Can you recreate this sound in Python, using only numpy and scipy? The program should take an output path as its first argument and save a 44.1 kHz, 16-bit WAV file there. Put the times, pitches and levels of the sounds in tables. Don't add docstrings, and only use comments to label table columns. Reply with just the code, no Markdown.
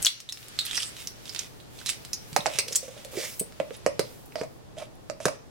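import sys
import numpy as np
from scipy import signal
from scipy.fft import rfft, irfft
from scipy.io import wavfile
from scipy.ndimage import uniform_filter1d

SR = 44100
rng = np.random.default_rng(int(sys.argv[2]) if len(sys.argv) > 2 else 0)


def rack_gain(trim_db):
    fader = np.asarray(trim_db, float)
    return 10 ** (fader / 20)


def transcribe(u):
    v = np.clip(np.atleast_2d(u).T, -1, 1)
    q = np.round(v * 32767).astype(np.int16)
    wavfile.write(sys.argv[1], SR, q)


N = 242550

# (frequency [Hz], level [dB], t60 [s])
CANISTER_MODES = [(297, -11.5, 0.093), (433, -4, 0.044), (480, -11, 0.14), (556.4, -8.5, 0.18),
                  (595.4, -9.5, 0.15), (657, 1, 0.039), (764, -10.5, 0.062), (1180, -12, 0.053),
                  (2200, -13, .05), (3950, -19, .06)]
# (time [s], level [dB])
BUSYNESS = [(0.0, -44), (0.26, -58), (0.4, -51.5), (0.52, -49), (0.63, -44), (0.8, -41), (1.06, -55),
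            (1.24, -52), (1.6, -58), (1.9, -53), (2.2, -53.5), (2.5, -50.5), (2.86, -57.5), (3.1, -51.5),
            (3.27, -53), (3.45, -56.5), (3.89, -55), (4.5, -66)]
SIDE_SCATTER_DB = 1.9


def rms_one(x):
    return x / np.sqrt(np.mean(x ** 2) + 1e-20)


def in_time(rows):
    s, *columns = np.transpose(rows)
    return [np.interp(np.arange(N) / SR, s, c) for c in columns]


def at_hz(points, hz):
    table_hz, values = np.transpose(points)
    return np.interp(np.log(hz + 1), np.log(table_hz), values)


def coloured(x, spectrum):
    hz = np.fft.rfftfreq(x.shape[-1], 1 / SR)
    return rms_one(irfft(rfft(x) * rack_gain(at_hz(spectrum, hz)), x.shape[-1]))


def bandpass(low_hz, high_hz):
    return signal.butter(2, [low_hz, high_hz], "band", fs=SR, output="sos")


def diffuse(size):
    # (frequency [Hz], correlation [-1 to 1])
    likeness = [(60, -0.48), (180, -0.41), (550, -0.062), (1650, -0.13), (4970, 0.041), (15000, -0.4)]
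    mid, side = rfft(rng.standard_normal((2, size)))
    alike = np.clip(at_hz(likeness, np.fft.rfftfreq(size, 1 / SR)), -.95, .95)
    pair = np.sqrt(1 + alike) * mid + np.sqrt(1 - alike) * side * [[1], [-1]]
    return irfft(pair, size) / np.sqrt(2)


def resonance(x, hz, width_hz):
    r, w = np.exp(-np.pi * width_hz / SR), 2 * np.pi * hz / SR
    return signal.lfilter([(1 - r * r) / 2, 0, (r * r - 1) / 2], [1, -2 * r * np.cos(w), r * r], x)


def stroke(start, peak, end, start_db=-16.5, end_db=-17):
    t = np.arange(N) / SR
    on = np.clip(np.minimum((t - start) / .004, (end - t) / .02), 0, 1)
    return on * rack_gain(np.interp(t, [start, peak, end], [start_db, 0, end_db]))


def add(out, sound, s, pan_db):
    lag_per_db = .16
    treble_side = .55
    treble = signal.lfilter(*signal.butter(2, 6000, "high", fs=SR), sound)
    for side, sign in zip(out, (-1, 1)):
        at = round(s * SR) + max(0, round(sign * pan_db * lag_per_db))
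        heard = (sound - treble) * rack_gain(-sign * pan_db / 2)
        heard = heard + treble * rack_gain(-sign * pan_db * treble_side / 2)
        side[at:at + len(sound)] += heard[:N - at]


def room_tone():
    # (frequency [Hz], level [dB rms])
    hum_tones = [(120, -62.5)]
    # (frequency [Hz], density [dB per Hz])
    rumble_colour = [(12, -45), (20, -4.5), (71, -3), (120, 0.5), (251, -6.5), (489, -8.5), (536, -10.5),
                     (872, -14), (1500, -24), (1950, -26), (3300, -120)]
    # (frequency [Hz], density [dB per Hz])
    hiss_colour = [(710, -37), (1200, 1), (3480, 1), (11000, -7), (15300, -14.5), (16000, -23),
                   (16500, -50)]
    # (time [s], level [dB])
    gain = [(0.0, 7.5), (0.1, -11), (0.3, -8.5), (0.6, -0.8), (2.6, 0), (2.9, -2.5), (3.9, 0.5),
            (5.5, -1.5)]
    rumble_db, hiss_db = -52, -61.5
    (gain_db,), (busy_db,) = in_time(gain), in_time(BUSYNESS)
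    t = np.arange(N) / SR
    wobble = 1 + 0.24 * rms_one(uniform_filter1d(rng.standard_normal((2, N)), size=3000))
    hum = sum(rack_gain(db + 2.5) * np.sin(2 * np.pi * hz * t) for hz, db in hum_tones) * wobble
    rumble = rack_gain(rumble_db + gain_db + 4.5) * coloured(diffuse(N), rumble_colour)
    hiss_level = np.hypot(rack_gain(busy_db), rack_gain(hiss_db + gain_db))
    return hum + rumble + hiss_level * coloured(diffuse(N), hiss_colour)


def kitchen(x, wet_db):
    # (frequency [Hz], t60 [s])
    decay = [(200, 0.29), (600, 0.35), (3500, 0.39), (8000, 0.26), (15000, 0.29)]
    places, stretch = 7, round(.21 * SR)
    t, out = np.arange(round(.45 * SR)) / SR, np.zeros((2, N))
    edges = 100 * 2 ** np.arange(0, 7.6, 1.0)
    noise, tails = np.array([diffuse(len(t)) for place in range(places)]), 0
    for low, high in zip(edges, np.append(edges[1:], 18000)):
        band = signal.sosfilt(bandpass(low, high), noise)
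        tails = tails + band * rack_gain(-60 * t / at_hz(decay, np.sqrt(low * high)))
    tails = tails * (1 - np.exp(-t / 0.0016)) * (1 + 2.14 * rack_gain(-60 * t / 0.15))
    tails = tails / np.sqrt(np.mean(np.sum(tails ** 2, -1)))
    for k, at in enumerate(range(0, N, stretch)):
        sent = x[:, at:at + stretch].mean(0, keepdims=True)
        echo = signal.fftconvolve(sent, tails[k % places], axes=1)
        out[:, at:at + echo.shape[1]] += echo[:, :N - at]
    return rack_gain(wet_db) * out


def rustle():
    # (start [s], peak [s], end [s], peak level [dB])
    brushes = [(0.0, 0.03, 0.14, -50), (0.305, 0.42, 0.48, -53), (0.645, 0.661, 1.5, -62),
               (0.7, 0.82, 0.6, -53), (0.96, 1.01, 1.13, -49.5), (1.22, 1.3, 1.65, -56),
               (1.698, 1.76, 2.9, -55.5), (2.0, 2.07, 1.78, -53), (2.27, 2.27, 3.8, -59),
               (2.442, 2.54, 1.8, -74), (2.8, 3.05, 2.8, -57), (3.111, 3.28, 3.43, -43),
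               (3.72, 3.76, 3.14, -66), (4.0, 4.12, 4.36, -54), (4.334, 4.42, 4.6, -61),
               (4.5, 4.998, 5.5, -71)]
    edge_db = -8
    top = signal.butter(2, 7500, "high", fs=SR, output="sos")
    hiss = rms_one(signal.sosfilt(top, diffuse(N) + 0.81 * rng.standard_normal(N)))
    busy_db, = in_time(BUSYNESS)
    steady = rack_gain(-18.5 - 52 + 0.8 * (busy_db + 52))
    brushing = sum(stroke(*span, edge_db, edge_db) * rack_gain(db) for *span, db in brushes)
    return (steady + brushing) * hiss


def rubbing():
    # (start [s], peak [s], end [s], peak level [dB], loudest mode [Hz])
    rubs = [
        (2.378, 2.535, 2.83, -49.5, 550),
        (2.806, 2.957, 3.5, -57, 558),
        (3.105, 3.14, 3.175, -42, 508),
        (3.2, 3.242, 3.29, -43, 523),
        (4.36, 4.4, 4.47, -44, 630),
        (4.786, 4.826, 4.85, -39, 584),
    ]
    noise = rng.standard_normal(N)
    hum = rms_one(sum(rack_gain(db) * resonance(noise, hz, 6 / t60) for hz, db, t60 in CANISTER_MODES))
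    clumps = rack_gain(2.1 * rms_one(uniform_filter1d(rng.standard_normal(N), size=500)))
    out = 0
    for *span, db, hz in rubs:
        loudest = rms_one(resonance(noise, hz, 30))
        out = out + stroke(*span) * rack_gain(db) * (0.46 * hum + 0.96 * loudest)
    return out * clumps * rack_gain([[-3], [3]])


def slides():
    # (start [s], peak [s], end [s], peak level [dB], centre [Hz])
    scrapes = [(0.648, 0.648, 0.77, -46, 4000), (0.711, 0.715, 0.73, -49, 3370),
               (0.73, 0.771, 0.68, -41, 5200), (0.937, 0.992, 1.116, -50, 4000),
               (1.23, 1.282, 1.36, -54.5, 4700), (1.322, 1.341, 1.34, -37.5, 4150),
               (1.35, 1.396, 1.486, -46, 4070), (1.726, 1.811, 1.88, -54.5, 4150),
               (1.849, 1.884, 1.98, -42, 4600), (2.42, 2.563, 2.65, -45.5, 2970),
               (2.676, 2.682, 2.7, -43, 4180), (2.686, 2.726, 2.81, -47.5, 7500),
               (2.781, 2.84, 2.96, -55, 6500), (2.877, 2.986, 3.08, -57, 3460),
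               (3.114, 3.196, 3.27, -44.5, 4360), (3.163, 3.243, 3.37, -44, 5030),
               (3.72, 3.757, 3.77, -51, 3680), (4.007, 4.002, 4.2, -57.5, 3700),
               (4.355, 4.386, 4.45, -53.5, 3770), (4.763, 4.786, 4.88, -51, 3320),
               (5.203, 5.213, 5.38, -51, 5000)]
    # (frequency [Hz], density [dB per Hz])
    grit_colour = [(650, -58), (1100, -11), (2250, -3), (3730, -3.5), (4220, -13), (5400, -5.5),
                   (9450, -6.5), (16000, -23)]
    # (start [s], peak [s], end [s], peak level [dB], ring [Hz])
    rough_rings = [(0.74, 0.772, 0.80, -36.5, 5500), (0.765, 0.78, 0.777, -43, 1650),
                   (0.67, 0.805, 0.86, -41, 3150), (0.72, 0.77, 0.91, -38.5, 8200),
                   (3.165, 3.24, 3.29, -44.5, 2056), (3.17, 3.2, 3.26, -46, 4600),
                   (4.36, 4.4, 4.43, -48, 4700), (2.37, 2.385, 2.44, -47.5, 2500),
                   (2.468, 2.475, 2.5, -41, 1500), (0.59, 0.82, 0.655, -40, 3800),
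                   (3.3, 3.33, 3.355, -52, 5100)]
    slip = rng.random(N) < 7000 / SR
    slips = rng.standard_normal(N) * rack_gain(3.6 * np.minimum(rng.exponential(1, N), 3)) * slip
    grit = coloured(slips + .5 * rng.standard_normal(N), grit_colour)
    clumps = rack_gain(1.5 * rms_one(uniform_filter1d(rng.standard_normal(N), size=250)))
    out = 0
    for *span, db, hz in scrapes:
        out = out + stroke(*span) * rack_gain(db) * (1.52 * grit + 1.38 * resonance(grit, hz, 0.77 * hz))
    for *span, db, hz in rough_rings:
        ring = rms_one(resonance(resonance(slips, hz, 0.29 * hz), hz, 0.395 * hz))
        out = out + stroke(*span, -5, -6) * rack_gain(db) * ring
    out = clumps * out
    return [np.roll(out, 1), out] * rack_gain([[-2.4], [2.4]])


def thumps():
    # (time [s], peak level [dB], frequency [Hz])
    jolts = [
        (2.326, -25.5, 122),
        (2.388, -26.5, 175),
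        (2.551, -33, 140),
        (2.666, -39, 119),
        (3.409, -24, 183),
        (3.601, -31, 212),
        (3.867, -33, 169),
        (3.994, -25.5, 189),
        (4.411, -29, 158.9),
        (5.256, -17, 159.4),
    ]
    out, t = np.zeros((2, N)), np.arange(round(.3 * SR)) / SR
    for s, db, hz in jolts:
        swell = 1 - np.exp(-t / 0.0042)
        add(out, rack_gain(db + 8.5) * swell * np.sin(2 * np.pi * hz * t) * rack_gain(-60 * t / 0.025), s, -3.5)
    return out


def knocks():
    # (time [s], peak level [dB], wall pitch [Hz], edge rap [dB], treble of the rap [dB])
    hits = [(2.3636, -15, 800, 9.5, -1.5), (2.459, -20.5, 815, 9.5, -8), (2.465, -23, 627, 12, 14),
            (2.4708, -26, 620, 3, -10), (2.4998, -38, 607, -25, -5), (2.5864, -32, 430, -4, -5),
            (2.6659, -42, 455, -27, -5), (2.683, -40, 500, -23, -8), (2.709, -35.5, 480, -20, -5),
            (2.8287, -36.5, 538, -16, -5), (2.8806, -34, 523, -3, -6), (2.965, -43, 587.6, -15, -5),
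            (3.0509, -36.5, 545, -23, -5), (3.1532, -35, 413, -27, -5), (3.172, -23.5, 383, -12, -5),
            (3.1861, -30, 480, -29, -5), (3.4106, -28, 433, -25, -5), (3.6006, -17, 617, -1, -16),
            (3.7073, -30.5, 470, 0, -18), (3.8634, -11, 554, 1, -5), (3.994, -15, 469, 3, -0.5),
            (4.3564, -25, 618, 2.5, -18), (4.413, -22.5, 467, 0, -8), (4.4348, -32, 646, 5, -2),
            (4.769, -37.5, 585, -5, -6), (4.779, -32.5, 639, -8, -5), (5.0989, -26, 619, 5.5, -1.5),
            (5.203, -31, 632.8, 3, -4), (5.255, -16, 448, 5.5, -0.5), (5.263, -19, 587, -24, -3),
            (5.2831, -24.5, 635, 8, -5.5)]
    canister_side_db = -7
    wall_stop = 2.2
    out, t = np.zeros((2, N)), np.arange(round(.3 * SR)) / SR
    hz_modes, db_modes, t60_modes = np.transpose(CANISTER_MODES)[:, :, None]
    push = np.hanning(round(0.0005 * SR))
    rap_band, snap_band = bandpass(600, 2850), bandpass(3200, 8200)
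    for s, db, hz, rap_db, treble_db in hits:
        t60 = max(0.024 - 0.0007 * (db + 30.5), .005)
        wall_rise = 1 - np.exp(-t / (0.00027 * rack_gain(-0.25 * rap_db)))
        wall = wall_rise * np.sin(2 * np.pi * hz * t) * rack_gain(-60 * (t / t60) ** wall_stop)
        luck = rng.standard_normal((len(CANISTER_MODES), 1))
        mode_db = db_modes - 7.5 + 0.55 * luck - 2.4 * np.abs(np.log2(hz_modes / hz))
        body = np.sign(luck) * rack_gain(mode_db - 60 * t / t60_modes) * np.sin(2 * np.pi * hz_modes * t)
        body_rise = 1 - np.exp(-(t / 0.0042) ** 2)
        swing = np.convolve(wall + body_rise * body.sum(0), push)[:len(t)]
        rap = 0.36 * rng.standard_normal(len(t)) * rack_gain(-60 * t / 0.056)
        rap[:7] -= 3 * np.hanning(7)
        snap = rack_gain(treble_db) * signal.sosfilt(snap_band, rap)
        bark = 0.28 * resonance(rap, 890, 340)
        rap = signal.sosfilt(rap_band, rap) + snap + bark
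        sound = swing / np.abs(swing).max() + rack_gain(rap_db) * rap / np.abs(rap).max()
        add(out, rack_gain(db) * sound, s, canister_side_db + SIDE_SCATTER_DB * rng.standard_normal())
    return out


def canister_hits():
    return signal.sosfilt(signal.butter(2, 110, "high", fs=SR, output="sos"), knocks() + thumps())


def clacks():
    # (time [s], peak level [dB], bowl resonance [Hz], crack [dB])
    swinging = [(0.0215, -21, 9900, 2), (0.0267, -12.5, 8100, 4.5), (0.0486, -5.5, 6230, 2),
                (0.0585, -9.5, 4400, -1), (0.0587, -6.5, 7850, 8), (0.0666, -4, 3430, -4.5),
                (0.0672, -13.5, 7000, -7), (0.203, -24.5, 5340, 9), (0.2898, -24, 3620, -6),
                (0.2952, -24, 3750, -15), (0.3238, -18.5, 5360, 5), (0.3733, -28.5, 3070, 11),
                (0.4295, -31, 3370, 11), (0.4836, -26.5, 8000, 26), (0.5894, -10, 3930, 1.5),
                (0.592, -26.5, 7900, -16), (0.6085, -22, 3870, -18), (0.6516, -25, 9500, -4),
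                (0.658, -27.5, 12400, -4), (0.6661, -21, 3930, 8), (0.711, -20, 3400, -2),
                (0.732, -20, 2920, 9), (0.7562, -18, 6560, 6), (0.7465, -24, 3150, 0),
                (0.7575, -25, 3050, -3), (0.7632, -25, 4900, 6), (0.7697, -19.5, 5400, -1),
                (0.7735, -18, 5400, -4), (0.778, -16, 1870, 11), (0.783, -28, 1390, 12),
                (0.8221, -21, 4950, 5), (0.8275, -27, 3230, -1), (0.8308, -21, 5100, 6),
                (0.8315, -23.5, 3460, -13), (0.9666, -27, 3300, 11), (1.0724, -20.5, 5820, 0.5)]
    # (time [s], peak level [dB], bowl resonance [Hz], crack [dB])
    sorting = [(1.256, -27.5, 4150, 12), (1.2789, -35, 3420, -3), (1.2937, -25.5, 5100, -0.5),
               (1.3484, -20, 4070, 17), (1.3613, -22, 3480, 7), (1.3918, -14.5, 6060, 12),
               (1.601, -37.5, 3550, 2.5), (1.789, -34.5, 3770, 5), (1.814, -39, 1500, -3),
               (1.8614, -15.5, 4400, 31), (1.8663, -21, 6540, 7), (1.87, -25, 4000, -16),
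               (1.8888, -22.5, 5800, -3), (1.8908, -22.5, 3520, -9), (1.8924, -9.5, 4570, 36),
               (1.8986, -16, 7600, 10), (2.0499, -24, 5060, 29), (2.1319, -15.5, 5820, -2.5),
               (2.1375, -31, 6130, -27), (2.1422, -23, 6500, -13)]
    # (time [s], peak level [dB], bowl resonance [Hz], crack [dB])
    scooping = [(2.3305, -22.5, 4400, 42), (2.362, -28, 5900, -7), (2.3642, -10, 7540, 32),
                (2.406, -26, 3670, -10), (2.5373, -21.5, 3100, 10), (2.5872, -6, 4860, 6.5),
                (2.588, -13, 8200, 1), (2.591, -15, 2480, -2), (2.5964, -13, 4700, 7),
                (2.6053, -18, 5000, 19), (2.683, -17, 4300, 13), (2.7248, -20.5, 5500, 3),
                (2.729, -20, 6200, -2), (2.75, -17, 5000, 4.5), (2.756, -10, 7850, -2),
                (2.7578, -9.5, 7330, -2), (2.7595, -9.5, 7600, -1), (2.7615, -16.5, 5970, -28),
                (3.0483, -23, 5160, 33), (3.3957, -19, 8300, -1), (3.399, -33, 2890, -3),
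                (3.3941, -21, 12400, -13), (3.3975, -17, 8460, -27), (3.399, -20, 9900, -5),
                (3.5235, -35, 1850, 13), (3.765, -38, 10000, -3), (3.994, -10.5, 4960, 11.5),
                (4.2583, -44, 11950, -2), (4.3225, -38, 2323, 4), (4.356, -29, 5090, -5),
                (4.787, -43, 3400, 0), (4.953, -50, 10600, -3), (5.2545, -16.5, 1460, 5),
                (5.2554, -7, 6600, 13.5), (5.263, -22, 6500, 13), (5.2827, -27, 7000, -1),
                (5.2597, -21.5, 1590, -7), (5.392, -48, 2360, 16)]
    # (time [s], left-right level [dB])
    spoon_side = [(0.0, 4), (0.33, -1), (0.6, -5), (0.77, -8), (1.07, -6.5), (1.3, -12), (1.87, -9.5),
                  (2.14, -5.5), (2.59, -3.5), (2.76, -1), (3.4, -4), (4.0, -5), (5.5, -2.5)]
    out, t = np.zeros((2, N)), np.arange(round(.12 * SR)) / SR
    side_db, = in_time(spoon_side)
    for s, db, hz, crack_db in swinging + sorting + scooping:
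        pan_db = side_db[round(s * SR)]
        chatter_db = -19.5 + 1 * (hz / 1000 - 5) - 0.5 * (pan_db + 4) + 1.1 * rng.standard_normal()
        drive = rack_gain(chatter_db) * rng.standard_normal(len(t)) * rack_gain(-60 * t / 0.033)
        drive[0] = -1.5
        width_hz = hz * np.clip(.24 * rack_gain(crack_db / 2), .09, .5)
        bowl = resonance(resonance(drive, hz, width_hz), hz, 2.5 * width_hz)
        overtone = rack_gain(-17.0) * resonance(drive, min(1.75 * hz, .3 * SR), 1.1 * hz)
        crack_band = bandpass(900 + 0.24 * hz, min(4000 + 1.23 * hz, .35 * SR))
        crack = rack_gain(crack_db) * 0.18 * signal.sosfilt(crack_band, drive)
        rise_s = .00025 * rack_gain(-np.clip(crack_db, -8, 20))
        sound = (bowl + overtone + crack) * (1 - np.exp(-(t + 1 / SR) / rise_s))
        sound = rack_gain(db) * sound / np.abs(sound[:200]).max()
        add(out, sound, s, pan_db + SIDE_SCATTER_DB * rng.standard_normal())
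    return out


def scene():
    spoons, canister, sliding = clacks(), canister_hits() + rubbing(), slides()
    near = spoons + canister + sliding
    echoes = kitchen(spoons + rack_gain(-1.0) * canister + rack_gain(-2) * sliding, wet_db=-3.0)
    return near + echoes + rustle() + room_tone()


def roll_off(x):
    return signal.sosfilt(signal.butter(12, 16800, fs=SR, output="sos"), x)


def record(dry):
    side = signal.sosfilt(signal.butter(1, 800, "high", fs=SR, output="sos"), dry[0] - dry[1]) / 2
    wide = dry + (rack_gain(1) - 1) * side * [[1], [-1]]
    mix = signal.sosfilt(signal.cheby1(8, .5, 15900, fs=SR, output="sos"), wide)
    return roll_off(np.clip(mix, -.99, .99))


dry = scene()
out = record(dry)
transcribe(out)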